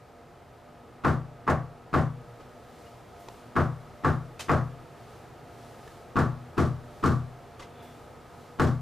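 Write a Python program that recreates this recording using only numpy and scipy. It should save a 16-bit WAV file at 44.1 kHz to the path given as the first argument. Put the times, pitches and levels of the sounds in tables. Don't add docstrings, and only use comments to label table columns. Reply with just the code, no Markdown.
import sys
import numpy as np
from scipy import signal
from scipy.fft import rfft, irfft, next_fast_len
from scipy.io import wavfile
from scipy.ndimage import uniform_filter1d

SR = 44100
rng = np.random.default_rng(int(sys.argv[2]) if len(sys.argv) > 2 else 0)


def file_out(sig):
    cols = np.atleast_2d(sig).T
    lim = np.clip(cols, -1, 1)
    pcm = np.round(lim * 32767).astype(np.int16)
    wavfile.write(sys.argv[1], SR, pcm)


N = 388521

# frequency in Hz, correlation 0-1.
KNOCK_LIKENESS = [(80, 1), (150, 0.7), (280, 0.77), (550, 0.97), (1200, 0.9), (2200, 1), (7000, 0.76),
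                  (15000, 0.52)]
# frequency in Hz, correlation 0-1.
NEAR_LIKENESS = [(25, 1), (100, 0.95), (600, 0.87), (1500, 0.93), (3000, 1), (7000, 0.68), (15000, 0.18)]


def amp(db):
    return 10 ** (np.asarray(db) / 20)


def unit(x):
    return x / np.sqrt(np.mean(x ** 2) + 1e-20)


def along(points, hz):
    f, v = np.transpose(points)
    return np.interp(np.log(hz + 1), np.log(f + 1), v)


def filtered(x, response):
    n = x.shape[-1]
    m = next_fast_len(n + SR // 4)
    return irfft(rfft(x, m) * response(np.fft.rfftfreq(m, 1 / SR)), m)[..., :n]


def noise(colour_db, size, likeness=NEAR_LIKENESS):
    def mid_side_gain(hz):
        angle = np.arccos(np.clip(along(likeness, hz), 0, .995)) / 2
        return amp(colour_db(hz)) * [np.cos(angle), np.sin(angle)]

    mid, side = filtered(rng.standard_normal((2, size)), mid_side_gain)
    return unit(np.array([mid + side, mid - side]))


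def fade(t, t60):
    return np.exp(-np.log(1000) * t / t60)


def burst(spectrum, rise, t60, likeness=KNOCK_LIKENESS):
    t = np.arange(SR) / SR
    envelope = (1 - np.exp(-t / rise)) * fade(t, t60)
    return noise(lambda hz: along(spectrum, hz), SR, likeness) * envelope


def hump(s, length):
    return .5 ** ((2 * (np.arange(N) / SR - s) / length) ** 2)


def add(track, s, sound):
    part = track[:, round(s * SR):][:, :sound.shape[-1]]
    part += sound[..., :part.shape[-1]]


def resonances_db(rows, hz):
    power = sum(amp(db) ** 2 / (1 + (2 * (hz - f) / width) ** 2) ** 2 for f, width, db in rows)
    return 10 * np.log10(power)


def house(line_width_hz=4):
    # frequency in Hz, relative density in dB per Hz.
    rush_tone = [(15, -45), (25, -13.5), (59, -3.5), (122, -8.5), (188, -10.5), (246, -4), (267, -6.5),
                 (469, -3), (648, -9.5), (703, -3), (1080, -12.5), (1240, -13), (1530, -15), (6550, -33),
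                 (15500, -31)]
    rush_treble = [(1500, 5.5), (5000, 0.5), (12000, -8)]
    # centre in Hz, width in Hz, relative level in dB.
    duct_rows = [(132, 78, 9), (460, 20, -1), (635, 51, -2), (1267, 105, 2)]
    # frequency in Hz, relative level in dB.
    fan_lines = [(86.1, -64.5), (118.4, -60.5), (242.2, -64.5), (479.1, -64.5), (597.5, -63.5),
                 (694.4, -62), (1270, -99)]
    # time in seconds, level in dB.
    house_level = [(0, -53.5), (1.0, -52), (4.8, -49.5), (8.8, -50)]

    line_rows = [(f, line_width_hz, db) for f, db in fan_lines]
    rush = noise(lambda hz: along(rush_tone, hz) + along(rush_treble, hz), N)
    duct = noise(lambda hz: resonances_db(duct_rows, hz), N)
    hum = noise(lambda hz: resonances_db(line_rows, hz), N)
    s, level_db = np.transpose(house_level)
    level = amp(np.interp(np.arange(N) / SR, s, level_db))
    return level * (amp(-0.5) * rush + amp(-5.5) * duct + amp(-4) * hum)


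def clothes():
    # frequency in Hz, relative density in dB per Hz.
    rustle_tone = [(600, -1), (2000, 0), (4000, 0), (7000, -4), (11000, -7.5), (15000, -11)]
    # centre in seconds, level in dB.
    swishes = [(2.83, -63.5), (3.32, -61.5), (5.12, -63), (5.66, -61), (5.9, -60.5), (7.0, -63),
               (7.96, -64.5), (8.42, -65)]
    swish_s = 0.27
    still_db, walk_db = -68.5, -64.5
    walk_start_s, walk_rise_s = 2.2, .25

    walking = (1 + np.tanh((np.arange(N) / SR - walk_start_s) / walk_rise_s)) / 2
    steady = amp(still_db + (walk_db - still_db) * walking)
    power = steady ** 2 + sum((amp(db) * hump(s, swish_s)) ** 2 for s, db in swishes)
    return np.sqrt(power) * noise(lambda hz: along(rustle_tone, hz), N)


def footfalls():
    # start in seconds, level in dB ahead of the burst envelope.
    steps = [(3.19, -51.5), (7.82, -50)]
    # frequency in Hz, relative density in dB per Hz.
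    step_tone = [(25, -12), (65, 3), (130, -6), (500, 0), (1200, -10), (3000, -22)]
    out = np.zeros((2, N))
    for s, db in steps:
        add(out, s, amp(db) * burst(step_tone, rise=0.008, t60=0.39))
    return out


def shoe_squeak():
    # frequency in Hz, relative density in dB per Hz.
    squeak_tone = [(2400, -14), (3200, -17), (3480, -6), (3750, -18), (5000, -35)]
    centre_s, length_s, level_db = 7.83, 0.18, -59
    return amp(level_db) * hump(centre_s, length_s) * noise(lambda hz: along(squeak_tone, hz), N)


def clicks():
    # start in seconds, level in dB ahead of the envelopes, t60 in seconds,
    # treble tilt in dB per octave, ring frequency in Hz.
    click_rows = [(2.397, -45, 0.19, -4, 1254), (2.863, -54, .11, -1.5, 2870), (3.2853, -35, 0.02, -2, 880),
                  (4.392, -35, 0.24, 1, 2560), (4.404, -36.5, 0.089, 2.5, 3100),
                  (5.876, -43.5, 0.046, -3, 1740), (7.593, -40.5, 0.17, -2, 1160),
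                  (7.62, -42.5, 0.15, -2, 2040)]
    # frequency in Hz, relative density in dB per Hz.
    click_tone = [(200, -1), (600, 4), (1000, 3.5), (1900, -2.5), (2900, -1.5), (3700, -3), (6500, -6),
                  (10000, -12.5), (15000, -26)]
    rise_per_t60 = 0.019
    ring_db, ring_t60_max_s = 1, 0.072

    out, t = np.zeros((2, N)), np.arange(SR) / SR
    for s, db, t60, tilt_db, ring_hz in click_rows:
        rise = rise_per_t60 * t60
        tone = [(hz, level + tilt_db * np.log2(hz)) for hz, level in click_tone]
        tick = burst(tone, rise, t60, NEAR_LIKENESS)
        envelope = (1 - np.exp(-t / rise)) * fade(t, min(t60, ring_t60_max_s))
        ring = np.sin(2 * np.pi * ring_hz * t) * envelope
        add(out, s, amp(db) * (tick + amp(ring_db) * ring))
    return out


def dense_ring(hold_s):
    # frequency in Hz, relative density in dB per Hz.
    wood_tone = [(55, -21), (90, 5), (300, -1), (430, -0.5), (600, -0.5), (740, -2.5), (950, -6),
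                 (1180, -1.5), (1500, -7), (1800, -11), (2300, -24), (4000, -31.5), (7000, -38),
                 (15000, -52.5)]
    # frequency in Hz, time in seconds.
    swell_times = [(100, 0.005), (330, 0.0023), (560, 0.015), (800, 0.012), (1200, 0.0034), (2500, 0.018),
                   (6000, 0.014)]
    # frequency in Hz, t60 in seconds.
    ring_times = [(100, 0.4), (400, 0.19), (1200, 0.32), (2500, 0.23), (6000, 0.3), (14000, 0.29)]

    wood = noise(lambda hz: along(wood_tone, hz), SR, KNOCK_LIKENESS)
    hz, t, z = signal.stft(wood, SR, nperseg=256)
    swell = 1 - np.exp(-t / along(swell_times, hz)[:, None])
    decay = fade(np.maximum(t - hold_s, 0), along(ring_times, hz)[:, None])
    return signal.istft(z * swell * decay, SR, nperseg=256)[1][:, :SR]


def clear_modes(scatter_db):
    # frequency in Hz, relative level in dB, t60 in seconds, swell time in seconds.
    modes = [(32, -42, .8, .03), (77, -22, .27, .025), (85, -21, .36, .025), (124.5, -17.7, .53, .05),
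             (143, -16, .22, .04), (153.3, -14, .4, .06), (210, -20, .23, .02), (224, -26, .22, .015),
             (240.5, -27, .42, .02), (257, -19, .22, .02), (312, -28, .25, .008), (336, -28, .25, .008),
             (355, -26, .25, .008), (405, -36, .25, .008), (522, -26, .25, .03), (546, -27, .25, .03),
             (597, -25, .25, .03), (677, -27, .26, .025), (809, -33, .28, .008), (863, -34, .3, .008),
             (973, -31, .22, .003), (1063, -29, .24, .003), (1082, -29, .26, .003), (1134, -30, .36, .003),
             (1168, -32, .36, .003), (1208, -29, .26, .003), (1256, -28, .28, .003), (1353, -31, .26, .003)]
    t = np.arange(SR) / SR
    hz, db, t60, swell = np.transpose(modes)[:, :, None]
    luck_db = scatter_db * np.sqrt(hz / hz.max()) * rng.standard_normal(hz.shape)
    sign = (-1) ** np.arange(len(hz))[:, None]
    envelope = fade(t, t60) * (1 - np.exp(-(t / swell) ** 2))
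    return np.sum(amp(db + luck_db) * sign * np.sin(2 * np.pi * hz * t) * envelope, axis=0)


def struck_wood():
    # frequency in Hz, relative density in dB per Hz.
    contact_tone = [(60, -1), (180, 3.5), (350, 0.5), (560, -12.5), (850, -3.5), (1150, 9), (1450, 5),
                    (2000, -10), (3000, -22.5), (7000, -35), (15000, -45.5)]
    contact = burst(contact_tone, rise=0.0016, t60=0.15)
    return amp(-18.5) * dense_ring(hold_s=0.031) + amp(-14.0) * contact


def knocks():
    # knuckle landing in seconds, then dB offsets for force, hollow panel tone,
    # knuckle clack, graze and latch rattle.
    knock_rows = [(1.0461, 1, 0.5, -1.5, 5, -10), (1.4759, -1.8, 1, -4, -1, -3.5),
                  (1.9381, 1, 1.5, -2, 7.5, -14), (3.5625, -0.2, -1.5, -2, 4.5, -17),
                  (4.045, 0, -1.5, -2, 3, -11), (4.4927, 1.5, 3, 0.5, 7, -2.5),
                  (6.1650, 1.5, -1, -1, 9, -2), (6.5782, 2.5, -3.5, -6, 2, -4),
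                  (7.0365, 4.5, -2.5, 1, 5.5, 3), (8.5958, 5.5, 2, -1.5, 0, 3)]
    # frequency in Hz, share 0-1.
    fresh_share = [(200, .1), (600, .2), (1300, .35), (4000, .8)]
    # frequency in Hz, relative density in dB per Hz.
    graze_tone = [(40, -24), (80, -15), (250, 16), (550, -22), (1150, 5), (1600, -8), (2400, -15.5),
                  (12000, -46)]
    # frequency in Hz, relative density in dB per Hz.
    latch_tone = [(600, -16), (1500, 10.5), (3000, -8.5), (7000, -10.5), (15000, -29)]
    # frequency in Hz, left minus right in dB.
    balance = [(50, -6), (110, 4.5), (200, 2), (380, 6.5), (700, -0.5), (1300, 1), (2400, -0.5),
               (12000, 1.5)]
    crack_db, crack_db_per_force_db = -1.07, 1.4
    graze_lead_s, graze_base_db = .009, -28
    rebound_s, latch_base_db = .022, -24.5

    out = np.zeros((2, N))
    usual = filtered(struck_wood(), lambda hz: np.sqrt(1 - along(fresh_share, hz)))
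    for s, force_db, hollow_db, clack_db, graze_db, rattle_db in knock_rows:
        fresh = filtered(struck_wood(), lambda hz: np.sqrt(along(fresh_share, hz)))
        blow = usual + fresh + amp(1.0) * clear_modes(scatter_db=4.5)
        touch = [(420, force_db), (540, hollow_db), (850, hollow_db), (1150, clack_db), (1450, clack_db),
                 (2000, hollow_db), (4000, crack_db + crack_db_per_force_db * force_db)]
        add(out, s, filtered(blow, lambda hz: amp(along(touch, hz))))
        graze = burst(graze_tone, rise=0.0034, t60=0.062)
        add(out, s - graze_lead_s, amp(graze_base_db + graze_db) * graze)
        rattle = burst(latch_tone, rise=0.00091, t60=0.093)
        add(out, s + rebound_s, amp(latch_base_db + rattle_db) * rattle)
    return filtered(out, lambda hz: amp(np.outer([.5, -.5], along(balance, hz))))


def scene():
    walker = clothes() + footfalls() + shoe_squeak() + clicks()
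    return house() + walker + knocks()


def limited(x, ceiling_db, window_s):
    size = max(int(window_s * SR), 2)
    level = np.sqrt(np.abs(uniform_filter1d(np.mean(x ** 2, axis=0), size)))
    gain = (1 + (level / amp(ceiling_db)) ** 4) ** (-1 / 4)
    return x * uniform_filter1d(gain, size)


def record(dry):
    top_hz = 15400
    return filtered(limited(dry, ceiling_db=-20.5, window_s=0.0097), lambda hz: hz < top_hz)


dry = scene()
out = record(dry)
file_out(out)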